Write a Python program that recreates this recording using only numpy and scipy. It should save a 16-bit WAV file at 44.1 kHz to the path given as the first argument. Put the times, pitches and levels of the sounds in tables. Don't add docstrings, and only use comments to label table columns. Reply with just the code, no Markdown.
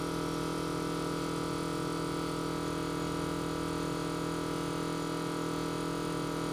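import sys
import numpy as np
from scipy import signal
from scipy.fft import rfft, irfft, next_fast_len
from scipy.io import wavfile

SR = 44100
rng = np.random.default_rng(int(sys.argv[2]) if len(sys.argv) > 2 else 0)


def pcm_store(signal):
    levels = np.round(np.clip(np.atleast_2d(signal), -1, 1) * 32767)
    wavfile.write(sys.argv[1], SR, levels.astype(np.int16).T)


N = 287532
TIME = np.arange(N) / SR
SHAFT_HZ = 40.94

# (time [s], position [spot number, clipped to 0-2])
MIC_PATH = [(0, 0.38), (.45, 0.2), (.9, 0.4), (1.1, 0.61), (2.45, 0.92), (2.7, 3.4), (6.52, 2.54)]
# (frequency [Hz], level [dB])
HUM_PEAKS = [(161.5, -42.5), (285.3, -41.5), (328.4, -42), (366.1, -49), (452.2, -45), (489.9, -47.5),
             (613.7, -51), (942.1, -55.5), (985.1, -51.5), (1147, -55.5), (1184, -50.5), (1270, -55.5),
             (1308, -48), (1394, -55.5)]
# (frequency [Hz], base level per order [dB])
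HUM_BED = [(82, -63), (123, -53), (240, -58.5), (410, -51.5), (550, -65), (900, -61), (1080, -61),
           (1430, -56.5), (1550, -66), (1750, -73)]
CANCELLED_ORDERS = [27, 33]
# (frequency [Hz], half width [Hz], delay [turns])
MOUNT_RING = (376.5, 33.5, .42)
ECHO_S, ECHO_DB_PER_KHZ = 0.001204, [-0.1, 0.9, -0.76]
WHINE_ORDERS = [50, 54, 56, 62, 65, 75, 78, 81, 85, 95, 96, 103, 109, 111, 113, 124]
# (frequency [Hz], base level per order [dB])
BUZZ_SPECTRUM = [(1700, -66), (2100, -73.5), (2400, -78), (3200, -72), (4500, -71.5), (5300, -75.5),
                 (7000, -79), (9000, -87.5), (12000, -90.5)]
# (frequency [Hz], relative level [dB])
HISS_SPECTRUM = [(150, -8), (260, 2), (550, 0), (780, -6), (1300, -6), (1700, -12), (2400, -12),
                 (4500, -13.5), (5500, -19), (7700, -17.5), (9000, -22.5), (10300, -22), (12500, -30),
                 (15000, -27.5)]
# (frequency [Hz], width [Hz], boost at spots 0, 1, 2 [dB])
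RAIL_RINGS = [(3350, 210, 3.5, 4, 1.5), (3880, 99, 5, -6, 2.5), (4550, 400, -7, 7.5, 2.5),
              (4970, 160, 9, -1, 2.5), (5580, 150, 13.5, 8.5, 2.5), (6050, 170, 10, 5, 5),
              (6460, 150, 3, 4.5, 4.5), (6880, 84, 2, 6.5, 11), (7230, 160, 4, 4.4, 0.5),
              (8130, 200, 7, 15.5, 9), (8720, 260, 12, 0, 6), (9500, 130, 8, 1, 9), (9730, 240, 13, 9, 8),
              (10700, 250, 3, 7, 0), (11620, 370, 12, -1, 6), (13500, 280, 4, 9, 7)]
# (shaft angle [turns], relative level [dB])
TICK_CONTACTS = [(.02, -2.5), (.77, -1.5)]
# (frequency [Hz], relative level [dB], time to fade 60 dB [s])
TICK_MODES = [(9600, -2, 0.012), (9750, -1, 0.0095), (10160, 1, 0.0068), (10600, -16, .003),
              (14500, -11, .001)]
# (time [s], level near 56 Hz [dB], level near 83 Hz [dB])
DRONE_LEVELS = [(0.15, -52.5, -56), (1.93, -55.5, -59.5), (3.53, -52, -51.5), (4.21, -55, -61),
                (5.53, -61, -65), (5.58, -57, -62), (6.4, -54, -69)]
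# (frequency [Hz], width [Hz], level [dB])
ROOM_BOOMS = [(67.1, 1.8, -66), (135.9, 13.3, -52.5), (191.4, 14, -59)]
# (frequency [Hz], relative level [dB])
RUMBLE_SPECTRUM = [(8, -17), (22, -6), (45, -7), (100, -3), (130, -12), (170, 7), (230, -18), (400, -4),
                   (1500, -27)]


def amp(db):
    return 10 ** (np.asarray(db) / 20)


def unit_rms(x):
    return x / np.sqrt(np.mean(x ** 2) + 1e-20)


def automation(rows, column=1):
    rows = np.array(rows)
    return np.interp(TIME, rows[:, 0], rows[:, column])


def spectrum_db(points, hz):
    point_hz, db = np.transpose(points)
    return np.interp(np.log(hz + 1), np.log(point_hz), db)


def noise(gain):
    size = next_fast_len(N)
    hz = np.fft.rfftfreq(size, 1 / SR)
    return unit_rms(irfft(rfft(rng.standard_normal(size)) * gain(hz), size)[:N])


def drift(rate_hz):
    return noise(lambda hz: 1 / (1 + (hz / rate_hz) ** 4))


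def random_phases(count):
    return np.exp(2j * np.pi * rng.random(count))


def wavetable(orders, phasors, turns, size=8192):
    spectrum = np.zeros(size // 2 + 1, complex)
    spectrum[orders] = phasors * size / np.sqrt(2)
    one_turn = np.resize(irfft(spectrum), size + 1)
    return np.interp(turns % 1 * size, np.arange(size + 1), one_turn)


def shaft_turns(flutter_hz=.03, wander_hz=.02, start_turns=.015):
    speed_hz = SHAFT_HZ + flutter_hz * drift(rate_hz=9) + wander_hz * drift(rate_hz=.7)
    return start_turns + np.cumsum(speed_hz) / SR


def mic_crossfade(spots=3):
    position = np.clip(automation(MIC_PATH), 0, spots - 1)
    return np.maximum(1 - abs(position - np.arange(spots)[:, None]), 0)


def hum(turns, shares, load_peak_turns=.68, stroke_db=2.5, cancel_db=-12, scatter_db=.76, waver=.023):
    orders = np.arange(2, 44)
    hz = orders * SHAFT_HZ
    db = spectrum_db(HUM_BED, hz) + stroke_db * (orders % 4 == 0)
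    db += cancel_db * np.isin(orders, CANCELLED_ORDERS)
    for peak_hz, peak_db in HUM_PEAKS:
        db[orders == round(peak_hz / SHAFT_HZ)] = peak_db
    smear = np.interp(orders, [12, 20], [.15, .5]) * rng.uniform(-1, 1, len(orders))
    ring_hz, half_width_hz, delay_turns = MOUNT_RING
    mount_lag = delay_turns * np.exp(-((hz - ring_hz) / half_width_hz) ** 2)
    phases = np.exp(-2j * np.pi * np.cumsum(load_peak_turns + mount_lag + smear))
    out = np.zeros(N)
    for share, echo_depth in zip(shares, ECHO_DB_PER_KHZ):
        comb = echo_depth * np.cos(2 * np.pi * hz * ECHO_S)
        colour_db = hz / 1000 * (scatter_db * rng.standard_normal(len(orders)) - comb)
        out += share * wavetable(orders, amp(db + colour_db) * phases, turns)
    return out * (1 + waver * drift(rate_hz=5))


def whine(turns, shares, order_db=-64.5, scatter_db=1.1, waver=.059):
    phases = random_phases(len(WHINE_ORDERS))
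    out = np.zeros(N)
    for share in shares:
        db = order_db + scatter_db * rng.standard_normal(len(WHINE_ORDERS))
        out += share * wavetable(WHINE_ORDERS, amp(db) * phases, turns)
    return out * (1 + waver * drift(rate_hz=3.8))


def buzz(turns, shares, scatter_db=(-13, 2.08), steady=.75, waver=.39):
    orders = np.setdiff1d(np.arange(44, 370), WHINE_ORDERS)
    out = np.zeros(N)
    for fader in (*np.sqrt(shares), steady, waver * drift(rate_hz=3.6), waver * drift(rate_hz=17)):
        db = spectrum_db(BUZZ_SPECTRUM, orders * SHAFT_HZ) + rng.uniform(*scatter_db, len(orders))
        out += fader * wavetable(orders, amp(db) * random_phases(len(orders)), turns)
    return out


def fuel_hiss(turns, level_db=-47.5, split_hz=6000, surge_depth=.17, surge_peak_turns=.87, grain=.26):
    rush = amp(level_db) * noise(lambda hz: amp(spectrum_db(HISS_SPECTRUM, hz)))
    body = signal.sosfiltfilt(signal.butter(2, split_hz, fs=SR, output="sos"), rush)
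    treble = rush - body
    surge = np.cos(2 * np.pi * (turns - surge_peak_turns))
    chop_orders = np.arange(16, 48)
    chop = unit_rms(wavetable(chop_orders, random_phases(len(chop_orders)), turns))
    return body + treble * (1 + surge_depth * surge + grain * chop)


def rail_colour(x, shares, ripple_db=2.0, longest_s=.008, echoes=12):
    size = next_fast_len(N)
    hz, spectrum = np.fft.rfftfreq(size, 1 / SR), rfft(x, size)
    out = np.zeros(N)
    for spot, share in enumerate(shares):
        rings_db = sum(boost_db[spot] * 0.5 ** ((2 * (hz - centre) / width) ** 2)
                       for centre, width, *boost_db in RAIL_RINGS)
        delays_s = longest_s * rng.uniform(.2, 1, echoes)
        comb = unit_rms(sum(np.cos(2 * np.pi * hz * delay) for delay in delays_s))
        comb_db = ripple_db * comb * hz / (hz + 3000)
        out += share * irfft(spectrum * amp(rings_db + comb_db), size)[:N]
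    return out


def ticks(turns, level_db=-60, uneven_db=1.5, jitter_turns=.002, scrape=.07, scrape_s=.00076):
    blows = np.zeros(N)
    for angle, db in TICK_CONTACTS:
        laps = np.floor(turns - angle + jitter_turns * drift(rate_hz=40))
        hits = np.flatnonzero(np.diff(laps) > 0)
        blows[hits] += amp(db + uneven_db * rng.standard_normal(N)[hits])
    t = TIME[:SR // 20]
    scrape_envelope = signal.oaconvolve(blows, np.exp(-t / scrape_s))[:N]
    force = blows + scrape * scrape_envelope * rng.standard_normal(N)
    ring = sum(amp(db - 60 * t / t60) * np.sin(2 * np.pi * hz * t) for hz, db, t60 in TICK_MODES)
    attack = 1 - np.exp(-t / .00023)
    return amp(level_db) * unit_rms(signal.oaconvolve(force, ring * attack)[:N])


def mic_tremble(x, depth=.08, longest_s=.004, echoes=6):
    treble = signal.sosfilt(signal.butter(2, 3000, "high", fs=SR, output="sos"), x)
    delays = (longest_s * SR * rng.uniform(.1, 1, echoes)).astype(int)
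    return x + depth * sum(drift(rate_hz=3.8) * np.roll(treble, delay) for delay in delays)


def drone(hz, wander_hz):
    pitch_hz = hz + wander_hz * drift(rate_hz=1)
    return np.sqrt(2) * np.sin(2 * np.pi * np.cumsum(pitch_hz) / SR)


def garage(rumble_db=-57):
    low_drone = amp(automation(DRONE_LEVELS, column=1)) * drone(55.85, wander_hz=.1)
    high_drone = amp(automation(DRONE_LEVELS, column=2)) * drone(83.3, wander_hz=.93)
    boom = sum(amp(db) * noise(lambda hz: 1 / (1 + (2 * (hz - centre) / width) ** 4))
               for centre, width, db in ROOM_BOOMS)
    rumble = amp(rumble_db) * noise(lambda hz: amp(spectrum_db(RUMBLE_SPECTRUM, hz)))
    return low_drone + high_drone + boom + rumble


def scene():
    turns, shares = shaft_turns(), mic_crossfade()
    tones = hum(turns, shares) + whine(turns, shares)
    sizzle = rail_colour(buzz(turns, shares) + fuel_hiss(turns), shares)
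    texture = mic_tremble(sizzle + ticks(turns))
    return (tones + texture + garage())[None]


def record(dry):
    lowpass = signal.firwin(1023, cutoff=15270, window=("kaiser", 9), fs=SR)
    return signal.oaconvolve(dry, lowpass[None], "same")


dry = scene()
out = record(dry)
pcm_store(out)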